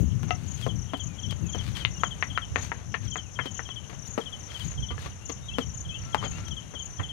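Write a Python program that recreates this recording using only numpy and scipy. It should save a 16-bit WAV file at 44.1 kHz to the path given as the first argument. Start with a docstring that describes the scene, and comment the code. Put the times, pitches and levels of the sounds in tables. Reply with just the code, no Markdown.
"""Bamboo training dummy in a yard

A man strikes a bamboo dummy close to a brick wall: each push and its rattle ring a set of damped modes.
Between blows, feet and trousers swish through the grass as swells of coloured noise with sharp snaps.
Small birds repeat quick falling chirps, made of gliding sines, over the flickering noise bands of a far
bird chorus and a faint high hiss. A breeze buffets the microphone as lumpy low noise, separate at each port;
the right port is muffled."""
import sys
import numpy as np
from scipy import signal
from scipy.fft import rfft, irfft
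from scipy.io import wavfile

SR = 44100
rng = np.random.default_rng(int(sys.argv[2]) if len(sys.argv) > 2 else 0)


def dump_mix(stems):
    """Bounce the given channels to the path in sys.argv[1] as a 16-bit WAV at rate SR."""
    frames = np.atleast_2d(stems).T  # one column per channel
    limited = np.clip(frames, -1, 1)  # hard clip at full scale
    pcm = np.round(limited * 32767).astype(np.int16)
    wavfile.write(sys.argv[1], SR, pcm)


N = 313992
TIME = np.arange(N) / SR


def from_db(db):
    """Decibels to gain."""
    return 10 ** (np.asarray(db) / 20)


def rms_one(x):
    """Scale to unit power."""
    return x / np.sqrt(np.mean(x ** 2) + 1e-20)


def unit_energy(x):
    """Scale to unit energy."""
    return x / np.linalg.norm(x)


def at_hz(points, hz):
    """Read a spectrum on a log-frequency axis."""
    known_hz, values = np.transpose(points)
    return np.interp(np.log(np.maximum(hz, 1)), np.log(known_hz), values)


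def add(track, s, sound):
    """Mix a sound in from time s on."""
    start = max(int(round(s * SR)), 0)
    part = sound[:max(N - start, 0)]
    track[start:start + len(part)] += part


def drift(rate):
    """Random wander of unit power through `rate` new values per second."""
    knots = rng.standard_normal(4096)
    return rms_one(np.interp(TIME * rate, np.arange(len(knots)), knots))


def coloured(x, spectrum):
    """Causal (minimum-phase) filter with the given (f/Hz, level/dB) response."""
    size = 2048
    log_gain = np.log(from_db(at_hz(spectrum, np.fft.rfftfreq(size, 1 / SR))))
    cepstrum = irfft(log_gain)
    # fold the cepstrum onto positive time for minimum phase
    cepstrum[1:size // 2] *= 2
    cepstrum[size // 2 + 1:] = 0
    impulse = irfft(np.exp(rfft(cepstrum)))
    return signal.oaconvolve(x, impulse)[:len(x)]


def noise(spectrum, size=N):
    """Noise of unit power with the given spectrum."""
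    run_in = 2048
    return rms_one(coloured(rng.standard_normal(size + run_in), spectrum)[run_in:])


def ring(t, hz, t60):
    """A struck mode: a decaying cosine of unit energy."""
    return unit_energy(np.cos(2 * np.pi * hz * t) * from_db(-60 * t / t60))


def scatter(t, t60, onset_s):
    """Dense reflections of unit energy that swell briefly and die away."""
    decay = from_db(-60 * t / t60)
    swell = 1 - np.exp(-t / onset_s)
    return unit_energy(rng.standard_normal(len(t)) * decay * swell)


# modes of the post and its arms: f/Hz, level/dB (relative), t60/s
BAMBOO_MODES = [(272, 0, 0.06), (353, -0.5, 0.023), (459, 0.5, 0.027), (656, -13, 0.064),
                (720, -5.5, 0.029), (1050, -1, 0.017), (1160, -14.5, 0.011), (1332, -7.5, 0.05),
                (1455, -17, 0.024), (1943, -3.5, 0.011), (2790, 4, 0.0049)]


def struck_bamboo(note_hz, ring_db, rattle_db, t):
    """The struck part's note, its bending overtones and the fixed modes of the dummy answer a sharp push."""
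    modes_db, overtone_db = -17, -7
    # an arm that the hand leaves at once rings louder and, up to -5 dB, longer
    t60 = 0.11 * from_db(0.69 * min(ring_db, -5))
    push = 1.0 * (t == 0)
    body = push + from_db(ring_db) * ring(t, note_hz, t60)
    # the higher the bending mode, the sooner it dies
    for ratio in (1.77, 2.8, 3.73):
        overtone_hz = ratio * note_hz
        body += from_db(ring_db + overtone_db) * ring(t, overtone_hz, t60 * 1300 / overtone_hz)
    for hz, db, mode_t60 in BAMBOO_MODES:
        body += from_db(modes_db + db + rng.normal(0, 1.17)) * ring(t, hz, mode_t60)
    return body


def contact_force(rattle_db, t):
    """A push, its rattle in the socket and the knock of the loose arm coming back."""
    # a glancing blow scuffs and rattles for longer than a square one
    scuff_t60 = 0.051 * from_db(0.57 * rattle_db)
    force = 1.0 * (t == 0) + from_db(rattle_db) * scatter(t, scuff_t60, onset_s=.0013)
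    # the loose arm knocks back against its socket a few milliseconds later
    rebound_s = .008 * rng.uniform(0.692, 1.3)
    force += from_db(-12 + .5 * rattle_db) * np.sinc((t - rebound_s) * SR)
    return unit_energy(force)


# what ground, wall and leaves throw back: f/Hz, level/dB
REFLECTED_COLOUR = [(200, 0), (1200, -2.5), (3000, -2), (6000, 0), (12000, -31)]


def surroundings(t):
    """One early bounce off the ground, the swelling return of the wall and a longer tail, all duller."""
    ground_s = .0045 * rng.uniform(0.737, 1.7)
    echoes = from_db(-10) * np.sinc((t - ground_s) * SR)
    echoes += from_db(-12) * scatter(t, t60=0.09, onset_s=0.036)
    echoes += from_db(-19) * scatter(t, t60=0.27, onset_s=0.0066)
    return coloured(echoes, REFLECTED_COLOUR)


def blow(note_hz, ring_db, rattle_db):
    """The contact force and its reflections set the bamboo ringing."""
    t = np.arange(2 ** 14) / SR
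    body = struck_bamboo(note_hz, ring_db, rattle_db, t)
    excitation = contact_force(rattle_db, t) + surroundings(t)
    return signal.fftconvolve(body, excitation)[:len(t)]


def contact(centre_hz, rise_db, fall_db):
    """Contact spectrum: bone peaks high and falls steeply, a palm or sole slaps broadly (f/Hz, level/dB)."""
    # the light poles radiate little bass: corner (Hz), loss below it (dB per octave)
    radiation_hz, radiation_loss_db = 250, 12
    hz = np.geomspace(40, 16000, 64)
    octaves = np.log2(hz / centre_hz)
    db = rise_db * np.minimum(octaves, 0) - fall_db * np.maximum(octaves, 0)
    db += radiation_loss_db * np.minimum(np.log2(hz / radiation_hz), 0)
    return np.transpose([hz, db])


# blows on the dummy: t/s, level/dB, struck part's note f/Hz, its ring level/dB, rattle and scuff level/dB,
# contact's corner f/Hz, slope below it [dB per octave, rising], slope above it [dB per octave, falling]
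DUMMY_BLOWS = [(.232, -42, 807, -9, -4, 1530, 4, 6.5), (0.3076, -22.5, 726, 3, -10, 2900, 0.5, 18),
               (.665, -27.5, 650, -14.5, -0.5, 520, 14, 10.5), (0.9351, -27.5, 740, -19, 0.5, 1250, 0, 11),
               (1.309, -40, 467, -13, -1, 4410, 5.5, 11), (1.548, -34, 513, -22, 4, 530, 8, 7.5),
               (1.8499, -21, 2057, -9.5, -13.5, 3260, 7, 34), (2.035, -20.3, 1280, -22, -5, 1330, 10, 16.5),
               (2.2257, -23, 2020, -21.5, -2, 2080, 8.5, 23), (2.3761, -23.5, 1320, -17, -5, 1570, 11, 17),
               (2.5592, -22.5, 1834, -9.5, -6, 2320, 3, 24), (2.7177, -28.5, 926, -13, -2.5, 1900, 6.5, 28),
               (2.942, -25.5, 1790, -10.5, 5.5, 2290, 4, 24),
               (3.1576, -31.5, 710, -17, -1.5, 1960, 3.5, 24), (3.3896, -25, 1690, -17, 6, 1970, 6.5, 30),
               (3.458, -34.5, 530, -13, -1.5, 3900, -3.5, 8), (3.593, -31.5, 1792, -13, -2, 1770, 7, 29),
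               (3.6905, -41.5, 1080, -9.5, -6, 3230, -.5, 32), (3.8968, -42.5, 1123, -15, 9, 2670, -1, 9),
               (4.1782, -23.5, 463, -14, 3.5, 990, -1.5, 9.5), (4.905, -35.5, 1160, -2, 12.5, 3000, -2, 17),
               (4.98, -40.5, 1720, -12, -9, 1730, 3.5, 17), (5.06, -37.5, 1170, -7, 1.5, 1400, -2, 8),
               (5.296, -32.5, 1146, -5, 5, 3970, -3.5, 10.5), (5.585, -23, 466, -16, -4.5, 2670, -3.5, 9.5),
               (6.1463, -20.5, 840, -18.5, -7, 915, 9.5, 9.5), (6.2276, -33.5, 1200, -3, 1, 880, 8, 10),
               (6.738, -41.5, 565, -14, 2, 2000, -3, 21), (6.996, -32.5, 710, -12, 12.5, 1770, 2.5, 19)]


def dummy():
    """All the blows, each coloured by its contact and set to its own energy."""
    level_span_s = .03  # a blow's level is its energy spread over this time
    out = np.zeros(N)
    for s, db, note_hz, ring_db, rattle_db, centre_hz, rise_db, fall_db in DUMMY_BLOWS:
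        sound = coloured(blow(note_hz, ring_db, rattle_db), contact(centre_hz, rise_db, fall_db))
        add(out, s, from_db(db) * np.sqrt(level_span_s * SR) * unit_energy(sound))
    return out


# feet and cloth: middle t/s, half length t/s, level/dB (before the trim), treble tilt [dB per octave]
MOVES = [(0.245, 0.0089, -42, -3), (0.292, 0.018, -38, -3.5), (0.494, 0.18, -50, 5),
         (0.621, 0.058, -41.5, 5), (0.977, 0.0088, -43, 7), (1.326, 0.0065, -32.5, -2),
         (1.581, 0.047, -40, -0.5), (1.67, 0.07, -40, 3), (1.773, 0.019, -31, 3), (1.81, 0.029, -36.5, 1.5),
         (2.586, 0.022, -33.5, -2), (2.647, 0.04, -37, 2.5), (2.783, 0.075, -43, -3),
         (3.057, 0.038, -45, 2), (3.177, 0.022, -39, -1), (3.464, 0.02, -35.5, 0),
         (3.931, 0.025, -39, -3.5), (4.072, 0.02, -48, 7), (4.207, 0.03, -43.5, 2.5),
         (4.524, 0.043, -41.5, 0.5), (4.609, 0.075, -40.5, 4.5), (4.728, 0.032, -46, -0.5),
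         (5.008, 0.027, -50, 8), (5.045, 0.058, -39, 1), (5.607, 0.026, -42.5, 4),
         (6.064, 0.076, -45.5, 0.5), (6.247, 0.027, -28.5, -2.5), (6.371, 0.094, -41.5, 0.5),
         (6.484, 0.0033, -38, 2.5)]
# friction of cloth and grass before the tilt: f/Hz, level/dB per Hz
FRICTION_COLOUR = [(200, 0.5), (500, 3), (1200, 3.5), (2400, 2.5), (4200, -3), (6000, -13), (9000, -16.5),
                   (15000, -31)]


def swishes(snaps_per_s=130, snap_db=22, clump_db=1.0, trim_db=-2):
    """Cloth and grass give a swell of friction with each move, dotted with the snaps of single blades."""
    out = np.zeros(N)
    for s, half_s, db, tilt in MOVES:
        lag = (TIME - s) / half_s
        lag = lag[abs(lag) < 2.5]
        size = len(lag)
        friction, snap_sizes = rng.standard_normal((2, size))
        snaps = from_db(snap_db) * snap_sizes * (rng.random(size) < snaps_per_s / SR)
        # the fabric catches and lets go, so the friction comes in clumps
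        friction = friction * from_db(clump_db * drift(120)[:size])
        colour = [(hz, level + tilt * np.log2(hz)) for hz, level in FRICTION_COLOUR]
        swell = np.exp(-lag ** 2)
        sound = rms_one(coloured(friction + snaps, colour)) * swell
        add(out, s - size / SR / 2, from_db(db + trim_db) * sound)
    return out


def note(peak_s, length_s, start_hz, end_hz, db, bend=0.96, waver=0.0069, skew=0.97):
    """A whistle gliding between two pitches (skew under 1: quick attack); returns start time and sound."""
    u = np.linspace(0, 1, int(length_s * SR))
    hz = end_hz + (start_hz - end_hz) * (1 - u) ** bend
    hz = hz * (1 + waver * np.interp(u, np.linspace(0, 1, 8), rng.standard_normal(8)))
    swell = np.sin(np.pi * u ** skew)
    start_s = peak_s - length_s * .5 ** (1 / skew)
    return start_s, from_db(db) * swell * np.sin(2 * np.pi * np.cumsum(hz) / SR)


def trill(s, hz, db, gap_s=.0318, length_s=.021, fall=0.0948, uneven_db=0.5):
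    """Three quick falling notes of uneven strength, the last at time s."""
    notes = []
    # counted back from the last note
    for k, weaker_db in enumerate((0, -.7, -2.5)):
        note_db = db + weaker_db + rng.normal(0, uneven_db)
        notes.append(note(s - k * gap_s, length_s, hz * (1 + fall), hz * (1 - fall), note_db, waver=0.0082))
    return notes


def low_chirp(s, gap, opening_db):
    """A short opening note, mostly weaker, then two longer notes that drop fast and flatten out."""
    notes = [note(s - 1.8 * gap, 0.026, 3426, 3062, opening_db, bend=1.94, skew=0.77)]
    for at in (s - gap, s):
        notes.append(note(at, 0.042, 3450, 3040, -31, bend=2.97, waver=0.011, skew=0.597))
    return notes


def far_trills():
    """More of the same trills from further off, one at a random moment in each of 80 equal slots."""
    notes = []
    draws = rng.random((80, 3))
    for i, (delay, pitch, loudness) in enumerate(draws):
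        s = (i + delay) * TIME[-1] / len(draws)
        notes += trill(s, 5950 + 650 * pitch, -45.5 + 4 * loudness)
    return notes


# lower three-note chirps: last note t/s, spacing t/s, opening note's peak level/dB
LOW_PHRASES = [(0.698, 0.064, -45), (1.007, 0.058, -40), (1.306, 0.063, -34.5), (1.599, 0.057, -38),
               (1.813, .05, -52), (2.12, 0.063, -39), (2.43, 0.067, -32), (3.187, 0.059, -39.5),
               (3.47, 0.058, -36), (3.772, 0.061, -35.5), (4.336, .066, -33.5), (4.613, .057, -36.5),
               (4.898, .063, -34.5), (5.619, .070, -29.5), (5.955, 0.054, -37), (6.257, 0.067, -33),
               (6.578, 0.058, -38), (6.805, 0.043, -55), (7.101, 0.059, -37)]
# distant whistles: middle t/s, length t/s, start f/Hz, end f/Hz, peak level/dB
LONE_WHISTLES = [(1.113, 0.13, 2670, 2140, -50), (1.466, 0.12, 2910, 2270, -49),
                 (1.971, .07, 2870, 2790, -44.5), (3.262, 0.1, 3120, 2320, -51),
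                 (5.24, .08, 2680, 2910, -48), (5.462, .12, 3530, 4020, -50),
                 (5.526, 0.052, 2610, 2870, -40), (5.947, 0.096, 2530, 2910, -39),
                 (6.116, 0.29, 1313, 1395, -49), (6.36, 0.085, 2610, 2890, -42),
                 (6.424, .44, 1395, 1300, -48)]
# two singers of the high trill, each at its own pitch and pace: f/Hz, peak level/dB, last notes t/s [list]
TRILL_SINGERS = [(6580, -30.5, [.549, 1.073, 1.533, 2.076, 2.628, 3.174, 3.582, 4.143, 4.716, 5.324, 5.811, 6.315, 6.861]),
                 (6000, -35.5, [.353, 0.826, 1.265, 1.587, 1.978, 2.276, 2.65, 3.116, 3.634, 4.059, 4.471, 4.869, 5.327, 5.699, 6.053, 6.519, 6.97])]


def birds(foliage_db=-8):
    """Three-note phrases and lone whistles, scattered by the leaves."""
    notes = [note(*whistle, waver=0.0154) for whistle in LONE_WHISTLES]
    for phrase in LOW_PHRASES:
        notes += low_chirp(*phrase)
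    for hz, db, times in TRILL_SINGERS:
        for s in times:
            notes += trill(s, hz, db)
    notes += far_trills()
    out = np.zeros(N)
    for start_s, sound in notes:
        add(out, start_s, sound)
    leaves = scatter(TIME[:SR // 2], t60=0.11, onset_s=0.018)
    return out + from_db(foliage_db) * signal.oaconvolve(out, leaves)[:N]


# breeze strength at the left, then the right port: t/s, level/dB (before the trim)
LEFT_FLOW = [(0, -18.5), (.25, -27.5), (.42, -31), (.68, -28), (.95, -32), (1.2, -30.5), (1.8, -29),
             (1.95, -36.5), (2.7, -34.5), (3.1, -32), (3.35, -39), (4.2, -38.5), (4.45, -45), (4.8, -37.5),
             (5.15, -40.5), (5.4, -41), (6.3, -35), (7.1, -46)]
RIGHT_FLOW = [(0, -39), (.45, -53.5), (1.5, -49), (1.75, -38), (2.1, -44.5), (2.55, -37.5), (2.85, -46),
              (3.15, -46.5), (3.95, -56.5), (4.55, -41.5), (4.95, -31), (5.25, -44), (5.9, -38.5),
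              (6.15, -43.5), (6.35, -33), (6.65, -47), (7.1, -37)]
# short gusts: t/s, port [0 left, 1 right], peak level/dB (before the trim)
SHORT_GUSTS = [(.16, 0, -25.5), (1.25, 0, -28.5), (1.45, 0, -25.5), (1.72, 0, -29), (1.99, 0, -32.5),
               (4.669, 0, -28.5), (4.789, 1, -25), (5.8, 1, -33.5), (6.52, 0, -29.5), (7.03, 1, -31.5)]
# turbulence at the left and right port, one list each: f/Hz, level/dB per Hz
TURBULENCE_COLOURS = [
    [(25, -31.5), (40, -23.5), (60, -4.5), (98, 0.5), (140, -3.5), (200, -11.5), (300, -22), (500, -41),
     (1000, -67)],
    [(25, -41.5), (40, -11), (60, 3.5), (90, 5.5), (140, -2.5), (200, -16), (300, -28), (500, -30),
     (1000, -92)],
]
# eddies that a strong gust adds: f/Hz, level/dB per Hz
EDDY_COLOUR = [(80, -38), (160, 3.5), (220, 1.5), (320, -9.5), (500, -17.5), (1000, -49)]


def wind(lump_db=2.5, lumps_per_s=25, trim_db=-0.5, eddy_db=7, eddy_growth=1.903):
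    """Lumpy turbulence, separate at each port; stronger gusts also shed smaller, higher eddies."""
    gust_s = 0.066  # from the peak of a gust to a quarter of its amplitude
    out = []
    for port, (breeze, colour) in enumerate(zip((LEFT_FLOW, RIGHT_FLOW), TURBULENCE_COLOURS)):
        flow = from_db(np.interp(TIME, *np.transpose(breeze)))
        for s, side, db in SHORT_GUSTS:
            if round(side) == port:
                gust = from_db(db) / (1 + ((TIME - s) / gust_s) ** 2) ** 2
                flow = np.hypot(flow, gust)
        flow_db = 20 * np.log10(flow) + trim_db + lump_db * drift(lumps_per_s)
        # eddies grow almost twice as fast in dB as the flow
        eddies = from_db(eddy_db + eddy_growth * flow_db) * noise(EDDY_COLOUR)
        out.append(from_db(flow_db) * noise(colour) + eddies)
    return np.array(out)


# outdoor hush: f/Hz, level/dB per Hz
HUSH_COLOUR = [(150, 9.5), (400, 5), (800, 2.5), (1500, 0), (2800, -4.5), (3800, -7), (5000, -14.5),
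               (7800, -14), (10000, -15.5), (12000, -22), (15000, -32)]
# far bird chorus and a faint high hiss: f/Hz, width f/Hz, rms level/dB (before flutter), flutter [dB]
CHORUS_BANDS = [(2960, 480, -58.5, 4), (5990, 760, -55.5, 3.5), (6540, 790, -54.5, .5),
                (10600, 630, -68, -0.5)]


def yard(hush_db=-48.0):
    """The slowly wavering outdoor hush, with fluttering noise bands for a far bird chorus and a faint high hiss."""
    out = from_db(hush_db + 1.4 * drift(2.3)) * noise(HUSH_COLOUR)
    for hz, width_hz, db, flutter_db in CHORUS_BANDS:
        edges = [hz - width_hz / 2, hz + width_hz / 2]
        band = signal.butter(2, edges, "band", fs=SR, output="sos")
        band_noise = rms_one(signal.sosfilt(band, rng.standard_normal(N)))
        out += from_db(db + flutter_db * drift(40)) * band_noise
    return out


# response of the muffled right port: f/Hz, level/dB
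MUFFLED_PORT = [(100, 4), (250, -6), (500, -13), (1000, -17), (2000, -23), (3200, -30), (6500, -34),
                (15000, -32)]


def muffled_port(near, far, far_db=-2, hiss_db=-58, diffuse_db=-8):
    """The right port hears everything dully and less directly, over its own soft hiss."""
    right = coloured(near + from_db(far_db) * far, MUFFLED_PORT)
    smear = scatter(TIME[:SR // 8], t60=0.11, onset_s=0.0027)
    right = right + from_db(diffuse_db) * signal.oaconvolve(right, smear)[:N]
    hiss_colour = [(300, 1.5), (1500, -4.5), (3300, -9.5), (5000, -19.5), (15000, -37.5)]
    return right + from_db(hiss_db) * noise(hiss_colour)


def scene():
    """Blows, swishes, birds and yard reach the left port clearly and the right one muffled, with wind on both."""
    near = dummy() + swishes()
    far = birds() + yard()
    return np.array([near + far, muffled_port(near, far)]) + wind()


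def record(dry):
    """The deepest rumble is cut, peaks stop at full scale and the top is cut."""
    high_pass = signal.butter(4, 36, "high", fs=SR, output="sos")
    low_pass = signal.ellip(10, .1, 80, 15600, fs=SR, output="sos")
    x = signal.sosfilt(high_pass, dry)
    return signal.sosfilt(low_pass, np.clip(x, -1, 1))


dry = scene()
out = record(dry)
dump_mix(out)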